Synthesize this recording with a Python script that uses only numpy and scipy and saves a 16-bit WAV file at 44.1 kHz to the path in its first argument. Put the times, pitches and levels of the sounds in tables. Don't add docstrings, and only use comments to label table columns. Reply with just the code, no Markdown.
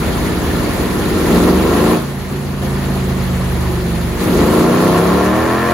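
import sys
import numpy as np
from scipy import signal
from scipy.fft import rfft, irfft, next_fast_len
from scipy.io import wavfile
from scipy.ndimage import uniform_filter1d

SR = 44100
rng = np.random.default_rng(int(sys.argv[2]) if len(sys.argv) > 2 else 0)


def to_wav(sig):
    pcm = np.clip(np.atleast_2d(sig), -1, 1) * 32767
    pcm = np.round(pcm).astype(np.int16)
    wavfile.write(sys.argv[1], SR, pcm.T)


def gain_from_db(level_db):
    decades = np.asarray(level_db, float) / 20
    return 10 ** decades


N = 252693

# time in seconds, four-stroke cycles per second in Hz.
SPEED_HZ = [(0.0, 17.6), (0.29, 18.7), (0.99, 19.0), (1.2, 20.0), (1.79, 27.0), (1.93, 28.7), (2.12, 28.1),
            (2.23, 27.1), (2.33, 28.3), (2.55, 27.9), (3.42, 25.6), (3.7, 24.6), (4.08, 23.8), (4.26, 24.0),
            (4.36, 25.8), (5.01, 34.6), (5.47, 41.4), (5.73, 44.6)]
# time in seconds, effort in dB.
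EFFORT_DB = [(0, -21.5), (.5, -20), (1.0, -19.5), (1.2, -16), (1.37, -10), (1.48, -7), (1.6, -6.5),
             (1.93, -4.5), (2.02, -14.5), (2.12, -22.5), (2.9, -20), (4.12, -20), (4.24, -11.5),
             (4.4, -7.5), (4.6, -4.5), (5.0, -4), (5.36, -7), (5.73, -8)]
# frequency in Hz, width in Hz, level in dB.
THUMP_MODES = [(154.6, 157, 6.5), (345, 457, 8), (533, 483, 4)]
BARK_MODES = [(606, 94, 9.8), (1056, 375, 1.83), (1365, 35, 6.6)]
# frequency in Hz, width in Hz, level in dB.
RASP_MODES = [(1530, 950, -10.5), (1823, 153, 2.5), (2380, 230, -13.5), (4500, 540, -49)]
# frequency in Hz, width in Hz, level in dB.
BOOM_MODES = [(147, 118, -0.5)]
# multiple of the cycle rate, level at light load in dB, rise at full load in dB,
# level on a shut throttle in dB.
PUMP_ORDERS = [(2, -24, 9, -16.5), (3, -19.5, 4.5, -18.5), (4, -28, 3, -32), (5, -62, 0, -15.5),
               (7, -70, 0, -18), (8, -24, -19, -28.5), (9, -50, -4, -26), (10, -60, 0, -33.5)]
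# frequency in Hz, level in dB.
BASS_DB = [(38, -11), (52, -4), (61, -14.5), (74, 1.5), (88, -9), (112, -9.5), (132, -3), (192, 0)]
# frequency in Hz, width in Hz, level in dB.
WHINE_MODES = [(371.8, 26, -28)]
# frequency in Hz, width in Hz, lift in dB.
SHOP_MODES = [(73, 14, 4), (178, 26, 8), (203, 14, -16), (240, 40, 2), (272, 20, -22), (322, 24, 3),
              (345, 14, -4), (369, 16, 5), (388, 14, -12), (412, 24, 3), (432, 14, -11), (455, 24, 3),
              (500, 16, -10), (517, 20, 4), (597, 24, -10), (632, 24, 3), (653, 16, -16), (715, 30, 3),
              (780, 45, -16), (880, 35, 4), (910, 22, -14), (1017, 30, 4), (1072, 24, 5), (1131, 28, 5),
              (1162, 20, -10), (1335, 25, -9), (1395, 30, 5), (1570, 50, 4), (1760, 30, 5), (1800, 30, -10)]
# start in seconds, level in dB.
GULPS_DB = [
    (.99, -43),
    (1.18, -42.5),
    (4.204, -36),
]
# frequency in Hz, density in dB per Hz.
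BLOWER_SPECTRUM_DB = [(40, 21), (80, 27.5), (200, 22), (400, 19), (1000, 14), (1900, 8.5), (3000, 3),
                      (4400, 2), (5200, -2.5), (7000, -2.5), (8600, -0.5), (11500, -2.5), (15500, -2)]
# frequency in Hz, left-right likeness 0-1.
LIKENESS = [(60, 0.92), (200, 0.68), (500, 0.55), (1000, 0.66), (1800, 0.31), (3000, 0.046), (5500, 0.097),
            (7000, 0.6), (8500, 0.95), (16000, 0.67)]
# frequency in Hz, left minus right in dB.
TILT_DB = [(60, -0.5), (3000, 0.4), (4500, 0), (5700, -5.5), (7500, 0.4)]
# frequency in Hz, width in Hz, lift in dB.
ROAR_MODES = [(1550, 180, -4), (1830, 260, 3), (4300, 900, 3), (5350, 800, -4.5)]
# time in seconds, step in dB.
GAIN_STEPS_DB = [(1.389, -3.5), (1.515, -3), (2.62, 3), (4.45, -2.5), (4.62, -2), (5.0, -1)]
# low edge in Hz, high edge in Hz, share of time 0-1
MID_GAPS = [(7600, 8250, .6), (8250, 8950, 1.1), (8950, 9600, .25), (12450, 13100, .55),
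            (13100, 13750, 1.1), (13750, 14450, .6), (15800, 22000, 1.1)]
SIDE_GAPS = [(10350, 11700, .985), (14450, 15150, .3), (15150, 22000, 1.1)]

SECOND_FIRING_CYCLES, SECOND_CYLINDER_DB = 270 / 720, 0.5
SHUT_S, OPEN_S, TWIST_S = 1.985, 4.17, .05
LIGHT_DB, FULL_DB = -20, -8
STUMBLE_S, STUMBLE_WIDTH_S = 4.3, .13
SHIFT_S, SHIFT_WIDTH_S, SHIFT_DB = 2.292, .018, -9.0
UNEVEN_LIGHT, UNEVEN_FULL, UNEVEN_STUMBLE, UNEVEN_SHUT = (1.5, .15), (.5, .03), (2.5, .4), (2.5, .5)
THUMP_DB, THUMP_SHUT_DB = -1.5, -7
BARK_DB, BARK_DB_PER_EFFORT_DB, BARK_DB_PER_HZ = -10.0, 1.104, 0.5278
BARK_SHUT_DB, BARK_STUMBLE_DB = -9, -5
RASP_DB_PER_HZ, BOOM_DB_PER_HZ = 0.84, -3
PAN_LIGHT_DB, PAN_FULL_DB = 0.5, 0.6
WHINE_ORDERS = (13, 14, 15)
PUMP_WOBBLE_DB, PUMP_PAN_DB, PUMP_STUMBLE_DB = 1, -1.5, -11.5
BEFORE_SHIFT_DB = -2.5
SPREAD_CYCLES = 1 / 18
SHOP_T60_S, WALL_CUT_HZ, SHOP_DB = .3, 4000, -13
ENGINE_SHOP_DEPTH, ROAR_SHOP_DEPTH = 1.11, 0.25
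BLOWER_DB, RUSH_DB = -39.5, -24
RUSH_FROM_HZ, RUSH_BASS_SHARE, RUSH_FADE_S, GULP_S = 760, .45, 0.01, .025
PORT_LAG_S, PORT_FROM_HZ = .0002, 6000
GAIN_STEP_S = 0.0034


def exhaust(cycles, speed_hz, thump_db, bark_db, jet_db, jet_s):
    clicks = -firings(cycles)
    r = np.exp(-1 / (jet_s * SR))
    jet = rms_one(signal.lfilter([1], [1, -r], clicks) * rng.standard_normal(N))
    blow = rms_one(clicks) + gain_from_db(jet_db) * jet

    thump = filtered(resonate(clicks, THUMP_MODES), 3, 125, "high")
    thump = thump + gain_from_db(BOOM_DB_PER_HZ * (speed_hz - 21.5)) * resonate(clicks, BOOM_MODES)
    thump = echoes(resonate(thump, [(220, 600, 0)]), (.0043, .0107), .7)

    rasp = gain_from_db(RASP_DB_PER_HZ * (speed_hz - 39.5)) * resonate(blow, RASP_MODES)
    bark = echoes(resonate(blow, BARK_MODES) - rasp, (.0107,), .75)
    return gain_from_db(thump_db) * evened(thump) + gain_from_db(bark_db) * evened(bark)


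def firings(cycles):
    _, load, shut = throttle()
    stumble = bump(STUMBLE_S, STUMBLE_WIDTH_S)
    spread_db, spread_ms = [
        light + (full - light) * load + stumbling * stumble + coasting * shut
        for light, full, stumbling, coasting in zip(UNEVEN_LIGHT, UNEVEN_FULL, UNEVEN_STUMBLE, UNEVEN_SHUT)]
    turn = np.arange(int(cycles[-1]) + 1)[:, None] + [0, SECOND_FIRING_CYCLES]
    at = np.interp(turn.ravel(), cycles, np.arange(N)).astype(int)
    luck = rng.standard_normal((400, 2))[:len(at)]
    size_db = spread_db[at] * luck[:, 0] + SECOND_CYLINDER_DB * (np.arange(len(at)) % 2)
    late = spread_ms[at] * luck[:, 1] * SR / 1000
    clicks = np.full(N, 1e-18)
    clicks[np.clip(at + late, 0, N - 1).astype(int)] = gain_from_db(size_db)
    return clicks


def throttle():
    effort_db, = in_time(EFFORT_DB)
    shut, = in_time([(SHUT_S - TWIST_S, 0), (SHUT_S, 1), (OPEN_S, 1), (OPEN_S + TWIST_S, 0)])
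    load = np.clip((effort_db - LIGHT_DB) / (FULL_DB - LIGHT_DB), 0, 1)
    return effort_db, load, shut


def pumping(cycles, speed_hz):
    _, load, shut = throttle()

    def tone(order):
        return np.sqrt(2) * np.sin(2 * np.pi * (order * cycles + SPREAD_CYCLES * order ** 2))

    whine = resonate(sum(map(tone, WHINE_ORDERS)), WHINE_MODES)
    out = shut * gain_from_db(3.3 * drift(4.6)) * whine
    for order, light_db, load_db, shut_db in PUMP_ORDERS:
        level = (1 - shut) * gain_from_db(light_db + load_db * load) + shut * gain_from_db(shut_db)
        wobble_db = PUMP_WOBBLE_DB * (1 - 0.51 * shut) * (1 - load / 2) * drift(6.7)
        out = out + level * gain_from_db(at_hz(BASS_DB, order * speed_hz) + wobble_db) * tone(order)
    out = standing_waves(out, SHOP_MODES[2:3], 1)
    before_shift = shut * (np.arange(N) / SR < SHIFT_S)
    dips_db = BEFORE_SHIFT_DB * before_shift + PUMP_STUMBLE_DB * bump(STUMBLE_S - .04, 0.079)
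    return out * gain_from_db(dips_db) * pan(PUMP_PAN_DB)


def workshop(x):
    out, dull = np.zeros((2, N)), np.exp(-2 * np.pi * WALL_CUT_HZ / SR)
    for k, lag in enumerate((rng.uniform(.006, .03, 16) * SR).astype(int)):
        loop, gain, state = x.copy(), gain_from_db(-60 * lag / SR / SHOP_T60_S), [0.]
        for i in range(lag, N, lag):
            back, state = signal.lfilter([gain * (1 - dull)], [1, -dull], loop[i - lag:i], zi=state)
            loop[i:i + lag] += back[:N - i]
        out[k % 2] += (loop - x) * (-1) ** (k // 2)
    mid = filtered((out[0] + out[1]) / 2, 2, 900, "high")
    side = filtered((out[0] - out[1]) / 2, 2, 450, "high")
    return np.array([mid + side, mid - side])


def standing_waves(x, modes, depth):
    for hz, width_hz, db in modes:
        x = x + (gain_from_db(depth * db) - 1) * resonate(x, [(hz, width_hz, 0)])
    return x


def roar(effort_db):
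    t, r = np.arange(N) / SR, np.exp(-1 / (RUSH_FADE_S * SR))
    gulps = sum(gain_from_db(db) ** 2 * (t > s) * np.exp(-np.abs(t - s) / GULP_S) for s, db in GULPS_DB)
    rush = signal.lfilter([1 - r], [1, -r], gain_from_db(effort_db + RUSH_DB) ** 2)
    swell = np.sqrt(1 + (rush + gulps) / gain_from_db(BLOWER_DB) ** 2)
    air = gain_from_db(BLOWER_DB + 3.0) * blower(patchy_db=0.67)
    bass = filtered(air, 1, RUSH_FROM_HZ, "low")
    return standing_waves(swell ** RUSH_BASS_SHARE * bass + swell * (air - bass), ROAR_MODES, 0.78)


def blower(patchy_db):
    out, together, edges_hz = 0, drift(9), 36 * 2 ** np.arange(0, 9, .3)
    shared, left, right = rng.standard_normal((3, 2, N))
    above_hz = np.maximum(np.arange(N // 2 + 1) * SR / N - PORT_FROM_HZ, 0)
    early = irfft(rfft(shared) * np.exp(2j * np.pi * above_hz * PORT_LAG_S), N)
    for k, (low_hz, high_hz) in enumerate(zip(edges_hz, edges_hz[1:])):
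        hz, n = np.sqrt(low_hz * high_hz), k % 2
        alike = np.clip(at_hz(LIKENESS, hz), 0, .99)
        common = np.sqrt(alike) * np.array([shared[n], early[n]])
        pair = common + np.sqrt(1 - alike) * np.array([left[n], right[n]])
        band = filtered(pair, 2, [low_hz, high_hz], "band")
        flicker_db = patchy_db * (0.64 * together + 2.14 * drift(29))
        out = out + gain_from_db(at_hz(BLOWER_SPECTRUM_DB, hz) + flicker_db) * band * pan(at_hz(TILT_DB, hz))
    return out / filtered(out, 4, [9000, 12500], "band").std()


def resonate(x, modes):
    out = 0
    for k, (hz, width_hz, db) in enumerate(modes):
        r = np.exp(-np.pi * width_hz / SR)
        b = (1 - r * r) / 2 * np.array([1, 0, -1])
        a = [1, -2 * r * np.cos(2 * np.pi * hz / SR), r * r]
        out = out + (-1) ** k * gain_from_db(db) * signal.lfilter(b, a, x)
    return out


def echoes(x, lags_s, share):
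    for lag_s in lags_s:
        taps = np.zeros(int(lag_s * SR) + 1)
        taps[[0, -1]] = -share, 1
        x = signal.lfilter(taps, taps[::-1], x)
    return x


def filtered(x, order, hz, kind):
    return signal.sosfilt(signal.butter(order, hz, kind, fs=SR, output="sos"), x)


def pan(db):
    return gain_from_db(db / 2 * np.array([[1], [-1]]))


def rms_one(x):
    return x / np.sqrt(np.mean(x ** 2) + 1e-20)


def evened(x):
    return x / np.sqrt(uniform_filter1d(x ** 2, size=SR // 4) + 1e-12)


def in_time(rows):
    s, *columns = np.transpose(rows)
    return [np.interp(np.arange(N) / SR, s, c) for c in columns]


def at_hz(points, hz):
    points_hz, values = np.transpose(points)
    return np.interp(np.log(hz), np.log(points_hz), values)


def drift(rate_hz):
    r = np.exp(-80 * np.pi * rate_hz / SR)
    slow = signal.lfilter([1], [1, -2 * r, r * r], rng.standard_normal(N // 40 + 2002))[2000:]
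    return np.interp(np.arange(N) / 40, np.arange(len(slow)), rms_one(slow))


def bump(at_s, width_s):
    return np.exp(-((np.arange(N) / SR - at_s) / width_s) ** 2)


def drop_bands(x, gaps):
    size = next_fast_len(N)
    spectrum, hz = rfft(x, size), np.arange(size // 2 + 1) * SR / size
    for low_hz, high_hz, share in gaps:
        luck = uniform_filter1d(rng.standard_normal(N // 1024 + 2), size=2)
        off = luck <= np.quantile(luck, min(share, 1))
        gate = uniform_filter1d(np.repeat(off * 1., 1024)[221:221 + N], size=600)
        x = x - gate * irfft(spectrum * (hz >= low_hz) * (hz < high_hz), size)[:N]
    return x


def scene():
    speed_hz, = in_time(SPEED_HZ)
    cycles = np.cumsum(speed_hz) / SR + .55
    effort_db, load, shut = throttle()
    thump_db = effort_db + THUMP_DB + THUMP_SHUT_DB * shut
    bark_db = BARK_DB + BARK_DB_PER_EFFORT_DB * effort_db + BARK_DB_PER_HZ * (speed_hz - 26)
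    bark_db = bark_db + BARK_SHUT_DB * shut + BARK_STUMBLE_DB * bump(STUMBLE_S, STUMBLE_WIDTH_S)
    pipe = exhaust(cycles, speed_hz, thump_db, bark_db, jet_db=-14.0, jet_s=.003)
    engine = standing_waves(pipe + gain_from_db(SHOP_DB) * workshop(pipe), SHOP_MODES, ENGINE_SHOP_DEPTH)
    engine = engine * pan(PAN_LIGHT_DB + (PAN_FULL_DB - PAN_LIGHT_DB) * load)
    engine = (engine + pumping(cycles, speed_hz)) * gain_from_db(SHIFT_DB * bump(SHIFT_S, SHIFT_WIDTH_S))
    return engine + standing_waves(roar(effort_db), SHOP_MODES, ROAR_SHOP_DEPTH)


def low_pass(x):
    return signal.sosfilt(signal.butter(12, 17090, fs=SR, output="sos"), x)


def record(dry):
    x = filtered(dry, 3, 40, "high")
    gain_db = sum(db * in_time([(s - GAIN_STEP_S, 0), (s + GAIN_STEP_S, 1)])[0] for s, db in GAIN_STEPS_DB)
    left, right = .97 * np.tanh(x * gain_from_db(gain_db) / .97)
    mid = drop_bands((left + right) / 2, MID_GAPS)
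    side = drop_bands((left - right) / 2, SIDE_GAPS)
    return low_pass(np.array([mid + side, mid - side]))


dry = scene()
out = record(dry)
to_wav(out)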